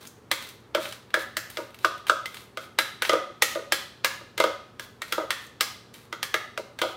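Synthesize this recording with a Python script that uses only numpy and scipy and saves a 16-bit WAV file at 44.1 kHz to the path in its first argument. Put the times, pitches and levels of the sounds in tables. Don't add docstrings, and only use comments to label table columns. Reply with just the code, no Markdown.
import sys
import numpy as np
from scipy import signal
from scipy.fft import rfft, irfft
from scipy.io import wavfile

SR = 44100
rng = np.random.default_rng(int(sys.argv[2]) if len(sys.argv) > 2 else 0)


def unload_audio(sound):
    columns = np.transpose(np.atleast_2d(sound))
    steps = np.round(np.clip(columns, -1, 1) * 32767)
    wavfile.write(sys.argv[1], SR, steps.astype(np.int16))


def attenuation_scalar(level_db):
    decades = np.asarray(level_db, float) / 20
    return 10 ** decades


N = 307127

# (frequency [Hz], level [dB])
HUM_SPECTRUM = [(24, -78), (40, -6.5), (60, -10), (100, -1.5), (127, -5.5), (167, -6.5), (226, -4),
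                (297, -8.5), (402, -4.5), (680, -14), (1200, -15), (2500, -25.5), (6000, -34.5),
                (16000, -42.5)]
# (frequency [Hz], rms level [dB])
MAINS_LINES = [(119, -63), (238, -70.5)]
# (start [s], rise [s], fall [s], rasp level at the top [dB])
SLIDE_STROKES = [(0, 0.0014, 0.092, -49), (0.331, .1, 0.13, -47.5), (.78, 0.038, 0.16, -41.5),
                 (1.17, 0.027, 0.053, -41), (1.4, .004, 0.063, -62), (1.48, 0.058, 0.18, -52),
                 (1.7, 0.039, .06, -75), (1.79, 0.043, .03, -50), (2.065, 0.006, .06, -41.5),
                 (2.28, 0.085, 0.11, -50.5), (2.6, .006, 0.068, -47.5), (3.035, .02, 0.077, -37),
                 (3.46, .04, 0.078, -44), (4.81, 0.016, 0.045, -47.5), (5.04, .05, 0.085, -51.5),
                 (5.14, .004, 0.06, -53), (5.34, 0.087, 0.059, -51.5), (5.93, .006, 0.16, -54),
                 (6.84, 0.039, 0.069, -48.5)]
# (frequency [Hz], level [dB])
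RASP_SPECTRUM = [(710, -2.5), (1200, 1.5), (3080, -1), (3740, 2), (4040, 1.5), (5130, -6.5), (13600, -9.5),
                 (16000, -10)]
# (frequency [Hz], t60 [s])
ROOM_DECAY = [(250, 0.24), (560, 0.38), (1250, 0.52), (2200, 0.49), (4000, 0.59), (8000, 0.44),
              (12100, 0.36)]
# (time [s], tick peak [dB], clack pitch [Hz], clack level [dB], sizzle level
# [dB])
GRAZES = [
    (0.067, -49, 6940, -51.5, -46),
    (.445, -53, 3530, -49, -54),
    (0.855, -70, 3760, -35, -58),
    (1.104, -52, 3340, -51.5, -59),
    (1.705, -58, 3300, -60, -56),
    (1.978, -45, 3200, -49, -52),
    (2.068, -38, 3160, -35.5, -40),
    (3.049, -32, 2500, -27.5, -58),
    (5.466, -37, 3230, -71, -52),
]
TAPS = [
    (0.072, -28, 4040, -65, -41.5),
    (0.4883, -35, 3060, -52, -40.5),
    (0.924, -32, 3250, -38.5, -41),
    (1.5, -35, 2980, -47, -36.5),
    (1.7439, -44, 3260, -48, -47),
    (1.788, -45, 3120, -50, -49.5),
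    (2.3436, -35, 3500, -42, -40),
    (2.3692, -38, 3170, -41.5, -46),
    (3.55, -34, 3600, -39, -52),
    (5.94, -41, 3100, -47.5, -45),
]
# (time [s], sizzle level [dB], struck spot pitch [Hz], struck spot level [dB], clack pitch [Hz])
EDGE_KNOCKS = [(0.314, -22.5, 1800, -25, 3300), (1.1408, -29.5, 1664, -20.5, 3390),
               (1.3682, -26, 1710, -32, 4000), (2.7868, -23.5, 1660, -21, 4000),
               (3.021, -27.5, 1510, -26, 3700), (3.4214, -16.5, 1915, -20, 3520),
               (3.7216, -20, 1657, -23, 3140), (4.0455, -21, 1683, -23, 2774),
               (4.3776, -32, 1600, -29.5, 3660), (4.7954, -40, 1690, -39, 3980),
               (5.0183, -37, 1852, -37.5, 3700), (5.1231, -25.5, 1366, -28.5, 3220),
               (6.3415, -30.5, 1694, -18.5, 3300), (6.7885, -38, 1590, -39.5, 2810)]
LIP_KNOCKS = [
    (2.2566, -36.5, 2050, -38, 3180),
    (5.3052, -27, 1760, -27.5, 4040),
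    (5.6079, -21.5, 1656, -23.5, 3450),
    (6.229, -27.5, 1730, -32, 3630),
]
# (time [s], hollow level [dB], rim level [dB], struck spot level [dB], clack level [dB])
BACK_KNOCKS = [(.748, -23, -34, -24, -27), (1.571, -37, -37.5, -34, -33), (1.847, -23, -17, -20, -24),
               (2.0963, -24, -15.5, -19, -23.5), (2.5721, -37.5, -33, -39, -35),
               (3.0941, -20, -16.5, -32, -23.5), (3.1319, -18.5, -18.5, -27, -28.5),
               (4.4006, -21, -19, -30, -22.5), (4.4386, -17.5, -20.5, -29, -27),
               (5.1788, -22.5, -24.5, -33, -38), (6.1264, -35.5, -33.5, -43, -36),
               (6.5756, -32, -36.5, -38, -34.5), (6.816, -22, -23, -29.5, -25)]
# (first bounce [s], hollow level [dB], rim level [dB], bounces [count])
RATTLES = [(.7747, -21, -33, 1), (1.1697, -25.5, -54, 1), (1.5848, -24.5, -35.5, 2), (2.1157, -29, -42, 1),
           (3.1199, -25.5, -19, 1), (3.1507, -21.5, -34, 3), (3.2977, -42.5, -46, 1),
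           (3.554, -24, -31.5, 3), (4.2094, -40, -44.5, 1), (4.4611, -24, -36.5, 3), (5.1987, -26, -32, 3),
           (6.5944, -29, -52, 1), (6.8338, -22, -26, 4)]
# (frequency [Hz], level [dB], t60 [s])
SPOON_MODES = [(3340, -10, .03), (4040, -18, .03)]
# (frequency [Hz], level [dB], t60 [s])
HOLLOW_MODES = [(342.3, -8, 0.085), (446, 0, 0.025), (547.6, 0.5, 0.072), (612, -6, 0.043),
                (637.3, -9.5, 0.07), (739, -8, 0.059), (949, -6, 0.031)]
# (frequency [Hz], level [dB], t60 [s])
RIM_MODES = [(1250, 0, .065), (1310, -6, .02), (1180, -10, .012)]
# (frequency [Hz], level [dB], t60 [s])
WALL_MODES = [(2027, -1, 0.032), (2163, -13, 0.1), (2460, -19, 0.004), (2464, -17, 0.064)]
# (time [s], pitch [Hz], peak level [dB])
SLAPS = [
    (1.1416, 1690, -13),
    (1.8456, 1390, -3.5),
    (2.0962, 1400, -5),
    (6.3418, 1620, -10),
    (6.5758, 1420, -20),
]
# (time [s], pitch [Hz], level [dB], t60 [s])
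RINGS = [
    (1.142, 1690, -23, .07),
    (2.788, 4045, -25, .03),
    (5.609, 3420, -21, .025),
    (5.609, 780, -24, .02),
    (6.342, 1680, -22, .06),
]

HUM_DB = -54.5
SLIDE_RISE_DB, SLIDE_FALL_DB, SLIDE_FALL_BEND = 10, 20, 2.1
EARLY_T60_S = .09
BOWL_LAG_S = .0007
EDGE_TICK_DB, EDGE_CLACK_DB = 8.5, 2.5
EDGE_RIM_DB, EDGE_WALL_DB, EDGE_HOLLOW_DB = -5.5, 10, -6
LIP_RIM_DB, LIP_WALL_DB, LIP_HOLLOW_DB = -4.5, 3.0, -13.0
BACK_SPOT_HZ, BACK_CLACK_HZ = 1475, 3250
BACK_TICK_DB, BACK_SIZZLE_DB = 5, -7.5
BACK_WALL_DB, WALL_DAMPING = 3, 1.37
BOUNCE_GAP_S, BOUNCE_STRETCH, BOUNCE_LOSS_DB = .0148, 1.35, 5
RATTLE_SPOT_HZ, RATTLE_SPOT_DB, RATTLE_WALL_DB = 1438, -7.5, -1
SLAP_S, SLAP_ROOM_DB = 0.0039, -10


def at_hz(points, hz):
    points = np.array(points)
    return np.interp(np.log(hz), np.log(points[:, 0]), points[:, 1])


def coloured(white, spectrum):
    hz = np.maximum(np.fft.rfftfreq(len(white), 1 / SR), 1)
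    shaped = irfft(rfft(white) * attenuation_scalar(at_hz(spectrum, hz)), len(white))
    return shaped / np.sqrt(np.mean(shaped ** 2) + 1e-20)


def band(x, low_hz, high_hz):
    sos = signal.butter(2, [low_hz, min(high_hz, .45 * SR)], "band", fs=SR, output="sos")
    return signal.sosfilt(sos, x)


def add(out, s, sound):
    at = round(s * SR)
    out[at:at + len(sound)] += sound[:N - at]


def struck(modes, chance, rise_s, spread_db=0.0, detune=0.01):
    t = np.arange(4096) / SR
    hz, level_db, t60 = np.transpose(modes)[:, :, None]
    count = len(modes)
    strength = chance[:count, None]
    shift = chance[8:8 + count, None]
    gain = attenuation_scalar(level_db + spread_db * strength) * np.sign(shift)
    modes_ringing = gain * np.sin(2 * np.pi * hz * (1 + detune * shift) * t) * attenuation_scalar(-60 * t / t60)
    return modes_ringing.sum(axis=0) * (1 - np.exp(-t / rise_s)) / np.sqrt(count)


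def appliances():
    t = np.arange(N) / SR
    lines = sum(np.sqrt(2) * attenuation_scalar(level_db) * np.sin(2 * np.pi * hz * t) for hz, level_db in MAINS_LINES)
    return attenuation_scalar(HUM_DB) * coloured(rng.standard_normal(N), HUM_SPECTRUM) + lines


def slides():
    slips = (rng.random(N) < 5000 / SR) * attenuation_scalar(3.56 * rng.exponential(1, N)) * rng.choice([-1, 1], N)
    steps = N // 400 + 2
    pressure = np.interp(np.arange(N) / 400, np.arange(steps), rng.standard_normal(steps))
    rasp = coloured(slips * attenuation_scalar(0.99 * pressure), RASP_SPECTRUM)
    level, t = np.zeros(N), np.arange(N) / SR
    for s, rise_s, fall_s, top_db in SLIDE_STROKES:
        a, b = round(s * SR), round((s + rise_s + fall_s) * SR)
        since_top = t[a:b] - s - rise_s
        fade = np.clip(np.minimum(since_top + rise_s, fall_s - since_top) / .015, 0, 1)
        dip = SLIDE_RISE_DB * np.clip(-since_top / rise_s, 0, 1)
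        dip += SLIDE_FALL_DB * np.clip(since_top / fall_s, 0, 1) ** SLIDE_FALL_BEND
        level[a:b] += fade * attenuation_scalar(top_db - dip)
    return level * rasp


def kitchen(x, early_db=-3, late_db=-5, first_s=0.0017):
    t = np.arange(SR // 2) / SR
    edges = 100 * 2 ** np.arange(0, 8, .5)
    white = rng.standard_normal((3, len(t)))
    late = 0
    for k, (low_hz, high_hz) in enumerate(zip(edges, edges[1:])):
        t60 = at_hz(ROOM_DECAY, np.sqrt(low_hz * high_hz))
        late = late + band(white[k % 2], low_hz, high_hz) * attenuation_scalar(-60 * t / t60) / np.sqrt(t60)
    early = white[2] ** 3 * attenuation_scalar(-60 * t / EARLY_T60_S)
    answer = attenuation_scalar(early_db) * early / np.linalg.norm(early) + attenuation_scalar(late_db) * late / np.linalg.norm(late)
    return signal.fftconvolve(x, answer * np.clip(t / first_s, 0, 1) ** 2)[:N]


def chatter(white, t60, rise_s=0.00073):
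    t = np.arange(len(white)) / SR
    return white * attenuation_scalar(-60 * t / t60) * (1 - np.exp(-t / rise_s))


def knocks():
    pairs = []
    places = [(EDGE_KNOCKS, EDGE_RIM_DB, EDGE_WALL_DB, EDGE_HOLLOW_DB),
              (LIP_KNOCKS, LIP_RIM_DB, LIP_WALL_DB, LIP_HOLLOW_DB)]
    for rows, rim, wall, hollow in places:
        for s, sizzle, spot_hz, spot, clack_hz in rows:
            clack = (sizzle + spot) / 2 + EDGE_CLACK_DB
            pairs.append(((s + BOWL_LAG_S, spot + wall, spot + hollow, spot + rim, spot_hz, spot),
                          (s, sizzle + EDGE_TICK_DB, clack_hz, clack, sizzle)))
    for s, hollow, rim, spot, clack in BACK_KNOCKS:
        wall = clack + BACK_WALL_DB - WALL_DAMPING * (spot - clack)
        pairs.append(((s + BOWL_LAG_S, wall, hollow, rim, BACK_SPOT_HZ, spot),
                      (s, clack + BACK_TICK_DB, BACK_CLACK_HZ, clack, clack + BACK_SIZZLE_DB)))
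    pairs.sort()
    return [pair[0] for pair in pairs], [pair[1] for pair in pairs]


def spoon():
    touches = sorted(knocks()[1] + TAPS) + GRAZES
    near, around = np.zeros(N), np.zeros(N)
    click = np.eye(1, 1024, k=64)[0]
    chance = rng.standard_normal((len(touches), 2, 16))
    patter = rng.standard_normal((len(touches), 2, 1024))
    hz = np.maximum(np.fft.rfftfreq(1024, 1 / SR), 1)
    for (s, tick_db, clack_hz, clack_db, sizzle_db), luck, noise in zip(touches, chance, patter):
        clack = [(clack_hz, 0, .028), (clack_hz * 0.89, -4, .007), (clack_hz * 1.092, -4, .007)]
        tone = attenuation_scalar(clack_db + 2.5) * struck(clack, luck[0], 0.00017, detune=0.0025)
        tone += attenuation_scalar(clack_db + 8.5) * struck(SPOON_MODES, luck[1], 0.00029, detune=0.0034)
        add(near, s, tone)
        add(around, s, tone)
        spectrum = [(250, clack_db - 16), (800, clack_db + 15.5), (3300, clack_db + 19.5),
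                    (6300, tick_db + 5.5), (10500, sizzle_db + 9), (16000, sizzle_db + 6.5)]
        ripples = np.concatenate([luck[1, 2:8], luck[1, 10:], luck[0, 3:8]])
        ripple_db = 1.8 * np.interp(hz, np.linspace(2500, 16000, len(ripples)), ripples)
        colour = attenuation_scalar(at_hz(spectrum, hz) + ripple_db)
        burst = chatter(noise[0], 0.014)
        add(near, s, irfft(rfft(burst) * colour))
        add(around, s, irfft(rfft(click) * colour) * np.linalg.norm(burst))
        ramp = np.arange(1024)
        brush = noise[1] * np.clip(ramp / 350, 0, 1) * (ramp < 350)
        dull = colour / (1 + (hz / 6000) ** 4)
        add(near, s - 350 / SR, attenuation_scalar(-28) * irfft(rfft(brush) * dull))
    return near, around


def bowl():
    hard, loose = knocks()[0], rebounds()
    blows = hard + loose
    softness = [1] * len(hard) + [3.5] * len(loose)
    out, chance = np.zeros(N), rng.standard_normal((len(blows), 4, 16))
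    for (s, wall_db, hollow_db, rim_db, spot_hz, spot_db), luck, soft in zip(blows, chance, softness):
        spot = [(spot_hz, 0, .011), (spot_hz * 1.004, -13, .05), (spot_hz * 0.833, -4, .008),
                (spot_hz * 1.15, -5, .008), (800, -13, .008)]
        add(out, s, attenuation_scalar(hollow_db + 10.0) * struck(HOLLOW_MODES, luck[0], .001 * soft, 3.5))
        add(out, s, attenuation_scalar(rim_db + 10.5) * struck(RIM_MODES, luck[1], .0005 * soft, 1.2, .004))
        add(out, s, attenuation_scalar(spot_db + 22.5) * struck(spot, luck[2], .0012 * soft, 1.0, .004))
        add(out, s, attenuation_scalar(wall_db - 1.0) * struck(WALL_MODES, luck[3], .0006 * soft, 1.5))
    return out


def rebounds():
    rows = []
    for s, hollow, rim, bounces in RATTLES:
        for k in range(round(bounces)):
            loss = BOUNCE_LOSS_DB * k
            mean = (hollow + rim) / 2 - loss
            rows.append((s, mean + RATTLE_WALL_DB, hollow - loss, rim - loss,
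                         RATTLE_SPOT_HZ, mean + RATTLE_SPOT_DB))
            s = s + BOUNCE_GAP_S * BOUNCE_STRETCH ** k
    return rows


def slaps():
    out, t = np.zeros(N), np.arange(round(SLAP_S * SR)) / SR
    swell = np.sin(np.pi * t / SLAP_S) ** 2
    for s, hz, peak_db in SLAPS:
        add(out, s, attenuation_scalar(peak_db) * swell * np.sin(2 * np.pi * hz * t))
    return out


def rings():
    out, t = np.zeros(N), np.arange(SR // 5) / SR
    for s, hz, level_db, t60 in RINGS:
        envelope = attenuation_scalar(level_db - 60 * t / t60) * (1 - np.exp(-t / .0012))
        add(out, s, envelope * np.sin(2 * np.pi * hz * t))
    return out


def scene():
    body = bowl() + rings() + slides()
    slap = slaps()
    near, around = spoon()
    direct = body + slap + near
    room = kitchen(body + attenuation_scalar(SLAP_ROOM_DB) * slap + around)
    return (direct + room + appliances())[None]


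def band_limit(x):
    return signal.sosfilt(signal.butter(12, 16960, fs=SR, output="sos"), x)


def record(dry):
    x = signal.sosfilt(signal.butter(6, 50, "high", fs=SR, output="sos"), dry)
    rounded = 1.168 * np.tanh(x / 1.092)
    mix = signal.sosfilt(signal.cheby2(10, 34, 16200, fs=SR, output="sos"), rounded)
    return band_limit(mix)


dry = scene()
out = record(dry)
unload_audio(out)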